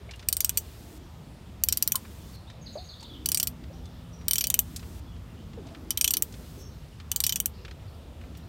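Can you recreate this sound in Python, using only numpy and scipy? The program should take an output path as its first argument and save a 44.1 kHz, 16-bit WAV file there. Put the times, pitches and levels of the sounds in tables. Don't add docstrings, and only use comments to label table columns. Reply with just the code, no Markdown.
import sys
import numpy as np
from scipy import signal
from scipy.io import wavfile
from scipy.ndimage import uniform_filter1d

SR = 44100
rng = np.random.default_rng(int(sys.argv[2]) if len(sys.argv) > 2 else 0)


def inscribe(sig):
    pcm = np.round(np.clip(np.atleast_2d(sig).T, -1, 1) * 32767)
    wavfile.write(sys.argv[1], SR, pcm.astype(np.int16))


N = 373968


def undb(db):
    return 10 ** (np.asarray(db) / 20)


def band(x, lo_hz, hi_hz, order=2):
    sos = signal.butter(order, [lo_hz, min(hi_hz, .45 * SR)], "band", fs=SR, output="sos")
    return signal.sosfilt(sos, x)


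def lowpass(x, hz):
    return signal.sosfilt(signal.ellip(10, .2, 70, hz, fs=SR, output="sos"), x)


def fade(t, t60_s):
    return np.exp(-np.log(1000) * t / t60_s)


def sine(pitch_hz):
    return np.sin(2 * np.pi * np.cumsum(pitch_hz) / SR)


def loudness(x):
    return np.sqrt(np.abs(uniform_filter1d(x ** 2, SR // 500)))


def add(out, start_s, x, db):
    i = int(start_s * SR)
    out[i:i + len(x)] += (x * undb(db) / loudness(x).max())[:N - i]


def drift(rate_hz):
    hold = int(SR / rate_hz)
    steps = np.repeat(rng.standard_normal(N // hold + 1), hold)
    return 1.665 * uniform_filter1d(uniform_filter1d(steps, hold), hold)[:N]


def curve(table, column):
    rows = np.array(table)
    return np.interp(np.arange(N) / SR, rows[:, 0], rows[:, column])


# frequency in Hz, relative level in dB, T60 in seconds.
HEAD_MODES = [(2450, -3, .02), (3025, 7.5, 0.03), (3370, -2.5, 0.04), (4630, 1.5, 0.039),
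              (5840, 20.5, 0.0067), (6770, 3, 0.017), (8670, 13, 0.012), (9800, -8, 0.016),
              (11300, -20, 0.007), (12100, 8, 0.016), (13100, 13, 0.017), (14330, 4, 0.017),
              (15800, 6, 0.017)]
CLICK_BANDS_HZ = [2300, 4000], [4000, 7500], [7500, 10500], [10500, 15400]
# start in seconds, level in dB, treble tilt in dB per octave.
PAWL_DROPS = [(0.2865, -13.8, 1.4), (0.327, -15.6, 1.2), (0.3678, -17.6, 2.4), (0.4052, -14.0, 2.0),
              (0.446, -13.3, 2.5), (0.4938, -14.7, 1.1), (0.5732, -15.5, 0.5), (1.637, -10.9, 3.8),
              (1.6865, -12.8, 2.2), (1.7251, -14.0, 0.2), (1.7727, -15.7, 4.0), (1.8244, -13.3, 2.4),
              (1.8759, -13.6, 5.1), (1.9203, -14.7, 0.7), (1.956, -16.3, 0.1), (3.2586, -18.4, -1.0),
              (3.2882, -16.7, 1.3), (3.3176, -16.1, 0.8), (3.3454, -16.1, 0.2), (3.3733, -18.0, -1.2),
              (3.3995, -17.7, -2.5), (3.4291, -17.7, 0.5), (3.472, -19.3, -0.0), (4.2825, -14.3, 1.2),
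              (4.3099, -15.6, -1.4), (4.3331, -15.5, 0.1), (4.3566, -18.6, -1.7), (4.382, -16.6, -0.8),
              (4.4084, -20.4, -2.7), (4.4404, -18.8, -2.9), (4.47, -17.8, 1.7), (4.5013, -15.3, 1.3),
              (4.5413, -12.3, 2.4), (4.5909, -9.8, 2.8), (5.9061, -15.5, -1.1), (5.9739, -19.1, -3.1),
              (6.0111, -14.4, -2.8), (6.0434, -14.3, -4.2), (6.0771, -15.8, -5.2), (6.1071, -16.9, -0.2),
              (6.1373, -16.2, -1.8), (6.1694, -15.5, 1.1), (6.2231, -12.1, 3.3), (7.1162, -17.4, -1.4),
              (7.1611, -17.0, 0.1), (7.2033, -16.5, -1.1), (7.2383, -16.7, -3.1), (7.2656, -16.2, -1.4),
              (7.2937, -19.6, -4.8), (7.3237, -19.7, -4.6), (7.3584, -19.3, -2.6), (7.4012, -16.1, 1.9),
              (7.4582, -14.8, 3.2)]


def ratchet():
    out, t = np.zeros(N), np.arange(SR // 12) / SR
    hz, mode_db, t60_s = np.array(HEAD_MODES).T[:, :, None]
    octaves = np.log2(CLICK_BANDS_HZ).mean(axis=1)
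    base_colour_db, knock_db = [-14, -6.5, -4, -3.5], -25.5
    for start_s, db, tilt_db in PAWL_DROPS:
        strength, detune, offset = rng.standard_normal((3, len(HEAD_MODES), 1))
        phase = 2 * np.pi * (hz * (1 + .006 * detune) * t + offset)
        modes = undb(mode_db + 2.5 * strength) * fade(t, t60_s) * np.sin(phase)
        ring = undb(-.9 * tilt_db)
        head = .016 * ring * modes.sum(axis=0)
        head[0] += 1
        impact, tail = rng.standard_normal((2, len(t)))
        blow = impact * fade(t, .002)
        rebound_lag = int(SR * .0012 * rng.uniform(.8, 1.2))
        blow[rebound_lag:] += .68 * blow[:-rebound_lag]
        blow += tail * ring * (.14 * fade(t, .032) + .031 * fade(t, .097))
        snap = signal.fftconvolve(blow, head)[:len(t)]
        colour_db = base_colour_db + tilt_db * (octaves - octaves.mean())
        colour_db += .58 * rng.standard_normal(len(octaves))
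        click = np.zeros(len(t))
        for (lo_hz, hi_hz), band_db in zip(CLICK_BANDS_HZ, colour_db):
            add(click, 0, band(snap, lo_hz, hi_hz, order=3), band_db)
        add(click, 0, band(snap, 1040, 2080), knock_db)
        add(out, start_s, click, db)
    return out


# start in seconds, level in dB, band centre in Hz.
TOOL_TICKS = [(0.11, -40.5, 3140), (0.158, -52, 5900), (0.1935, -44.5, 2940), (0.2259, -48, 2440),
              (2.05, -47, 1440), (2.5, -46.5, 2730), (3.0065, -49, 4520), (3.028, -45.5, 4140),
              (3.638, -50.5, 2350), (3.8553, -49.5, 4200), (4.211, -51.5, 2400), (4.7614, -33, 6500),
              (4.793, -47.5, 3500), (4.828, -46.5, 1500), (5.163, -58, 2400), (5.5328, -50, 2120),
              (5.6685, -51.5, 3200), (5.686, -51.5, 2850), (5.7478, -43.5, 1860), (6.324, -48.5, 4540),
              (6.34, -45, 2800), (7.0, -43.5, 2230), (7.649, -41, 2140), (7.6804, -43, 1890),
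              (7.7104, -44, 2420), (8.2123, -50.5, 1880), (8.238, -51, 1600), (8.35, -52.5, 2400),
              (8.372, -50.5, 8800)]


def tool_ticks(width_octaves=1.73, t60_s=.054):
    out, t = np.zeros(N), np.arange(SR // 10) / SR
    edge_ratio = 2 ** (width_octaves / 2)
    for start_s, db, hz in TOOL_TICKS:
        burst = rng.standard_normal(len(t)) * fade(t, t60_s) * (1 - fade(t, .0023))
        add(out, start_s, band(burst, hz / edge_ratio, hz * edge_ratio), db)
    return out


def rustle():
    rate_hz = 60 * undb(5 * drift(4))
    onsets = rng.random(N) < rate_hz / SR
    pops = onsets * undb(2.2 * rng.exponential(size=N))
    t = np.arange(SR // 30) / SR
    envelope = signal.oaconvolve(pops, fade(t, .048) * (1 - fade(t, .01)))[:N]
    return undb(-75.5) * band(envelope * rng.standard_normal(N), 740, 6300)


# start in seconds, level in dB, start pitch in Hz, ratio of end to start pitch.
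HULL_PLOPS = [(.085, -49, 615, 1.66), (0.091, -44.5, 2150, 1.26), (.135, -43, 2760, 1.06),
              (1.945, -34.5, 1074, 0.93), (2.755, -33, 558, 1.32), (3.025, -48.5, 885, 1.14),
              (3.70, -47, 489, 1.6), (5.575, -39, 500, 0.71), (5.665, -47.5, 618, 1.4),
              (5.71, -47.5, 664, 1), (6.575, -43, 402, 0.92)]


def plops(glide_s=.04):
    out, t = np.zeros(N), np.arange(SR // 6) / SR
    for start_s, db, hz, ratio in HULL_PLOPS:
        bubble = sine(hz * ratio ** np.minimum(t / glide_s, 1))
        splash = 1.94 * band(rng.standard_normal(len(t)), hz / 1.52, hz * 1.33)
        envelope = fade(t, .15 * np.sqrt(600 / hz)) * (1 - fade(t, .0062))
        add(out, start_s, (bubble + splash) * envelope, db)
    return out


# start in seconds, length in seconds, start and end pitch in Hz, level in dB.
BIRD_NOTES = [(2.329, 0.034, 4800, 3900, -55.5), (2.466, 0.029, 3290, 4160, -56),
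              (2.934, 0.017, 3310, 3980, -49), (2.995, .012, 4820, 4280, -47),
              (3.029, .03, 4600, 2860, -49), (3.085, 0.044, 3600, 3210, -52.5),
              (3.13, 0.028, 3900, 2750, -49.5), (3.823, 0.079, 3500, 3540, -64),
              (4.125, 0.032, 5770, 5600, -57.5), (5.045, .095, 3450, 3290, -66),
              (6.572, 0.074, 6200, 6300, -57), (6.585, 0.071, 5520, 5480, -58),
              (7.538, 0.032, 3700, 5200, -64), (7.616, .03, 4500, 5500, -69),
              (8.353, .024, 5860, 5600, -68), (8.42, 0.026, 3570, 4600, -65)]
BIRD_FIGURE = [(0, 0.029, 6740, 6240, -55.5), (0.047, .024, 5120, 3420, -45)]
FIGURE_STARTS_S = [2.611, 2.724, 2.838]


def birds(near_rasp=.132, echo_t60_s=.5, echo_db=2):
    out = np.zeros(N)
    song = [(start_s + s, *note) for start_s in FIGURE_STARTS_S for s, *note in BIRD_FIGURE]
    near_notes = [(*note, near_rasp) for note in song + BIRD_NOTES]
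    for start_s, length_s, from_hz, to_hz, db, rasp in near_notes + far_bird_notes():
        n = int(length_s * SR)
        flutter = uniform_filter1d(rng.standard_normal(SR // 4), size=30)[:n]
        pitch_hz = np.linspace(from_hz, to_hz, n) * (1 + rasp * flutter)
        add(out, start_s, sine(pitch_hz) * np.sqrt(np.hanning(n)), db)
    t = np.arange(SR // 2) / SR
    shore = rng.standard_normal(len(t)) * fade(t, echo_t60_s)
    shore /= np.linalg.norm(shore)
    return out + undb(echo_db) * signal.oaconvolve(out, shore)[:N]


def far_bird_notes(count=70):
    when, length, pitch, glide, level, rasp = rng.random((count, 6)).T
    start_s, length_s = when * (N / SR - .2), .012 + .03 * length
    from_hz = 2600 * 2 ** (1.2 * pitch)
    to_hz = from_hz * (1 + .35 * (glide - .6))
    return list(zip(start_s, length_s, from_hz, to_hz, -69 + 7 * level, .3 + .6 * rasp))


# time in seconds, relative levels of traffic rumble and of lapping in dB.
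LAKESIDE_SWELL = [(0, -47.5, -51.5), (.9, -47, -52.5), (2, -50.5, -50), (2.7, -49, -51.5),
                  (3.6, -47.5, -50), (4.8, -44, -50), (5.7, -47, -48), (6.5, -48, -51.5), (7.5, -45, -53),
                  (8.48, -49, -47)]
# frequency in Hz, relative noise density in dB.
LAKESIDE_SPECTRUM = [(25, -38.5), (40, -10.5), (70, 1.5), (102, -5), (170, -10), (335, -19), (700, -25),
                     (1300, -29.5), (1800, -36), (3000, -34.5), (5000, -40), (7000, -43.5), (8000, -44.5),
                     (16000, -47.5)]
HISS_TOP_HZ = 15800


def lakeside(rms_db=-43):
    out = np.zeros(N)
    spectrum_hz, density_db = np.array(LAKESIDE_SPECTRUM).T
    traffic_db, lapping_db = curve(LAKESIDE_SWELL, column=1), curve(LAKESIDE_SWELL, column=2)
    traffic_db -= traffic_db.mean()
    lapping_db -= lapping_db.mean()
    noises = rng.standard_normal((2, N))
    for k, hz in enumerate(25 * 2 ** np.arange(0, 9.5, .5)):
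        bass = 1 / (1 + (hz / 130) ** 4)
        middle = np.exp(-np.log2(hz / 340) ** 2)
        db = np.interp(np.log(hz), np.log(spectrum_hz), density_db) + 10 * np.log10(hz)
        swell_db = bass * traffic_db + middle * lapping_db
        flicker_db = (1 + 1.56 * middle) * drift(9)
        noise = band(noises[k % 2], hz / 2 ** .25, hz * 2 ** .25)
        out += undb(db + swell_db + flicker_db) * noise / noise.std()
    out = lowpass(out, HISS_TOP_HZ)
    return out * undb(rms_db) / out.std()


# frequency in Hz, level before the swell in dB.
MOTOR_TONES = [(167, -55), (248, -59)]
# time in seconds, gain in dB.
MOTOR_SWELL = [(2.9, -19), (3.3, 6.5), (4.8, 1.5), (5.3, 0), (6.6, 0), (6.9, -13)]


def far_motor():
    speed = 1 + .01436 * drift(12)
    hum = sum(undb(db + 1.8 * drift(22)) * sine(hz * speed) for hz, db in MOTOR_TONES)
    return hum * undb(curve(MOTOR_SWELL, column=1))


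def scene():
    return (ratchet() + tool_ticks() + rustle() + plops() + birds() + lakeside() + far_motor())[None]


def high_range(level, enter_db=-14, stay_db=-26, hold_s=.4):
    on, until, hold = np.zeros(len(level)), -1, int(hold_s * SR)
    for i in np.flatnonzero(level > undb(stay_db))[::8]:
        if level[i] > undb(enter_db) or i < until:
            on[max(i, until):i + hold] = 1
            until = i + hold
    return on


def record(dry):
    port_hz, dip_depth, top_hz = 10450, .57, 16600
    hiss = lowpass(band(rng.standard_normal(N), 1500, HISS_TOP_HZ, order=1), HISS_TOP_HZ)
    out = dry + undb(-55) * high_range(loudness(dry[0])) * hiss
    out -= dip_depth * band(out, port_hz - 400, port_hz + 400, order=1)
    return lowpass(np.clip(out, -1, 1), top_hz)


dry = scene()
out = record(dry)
inscribe(out)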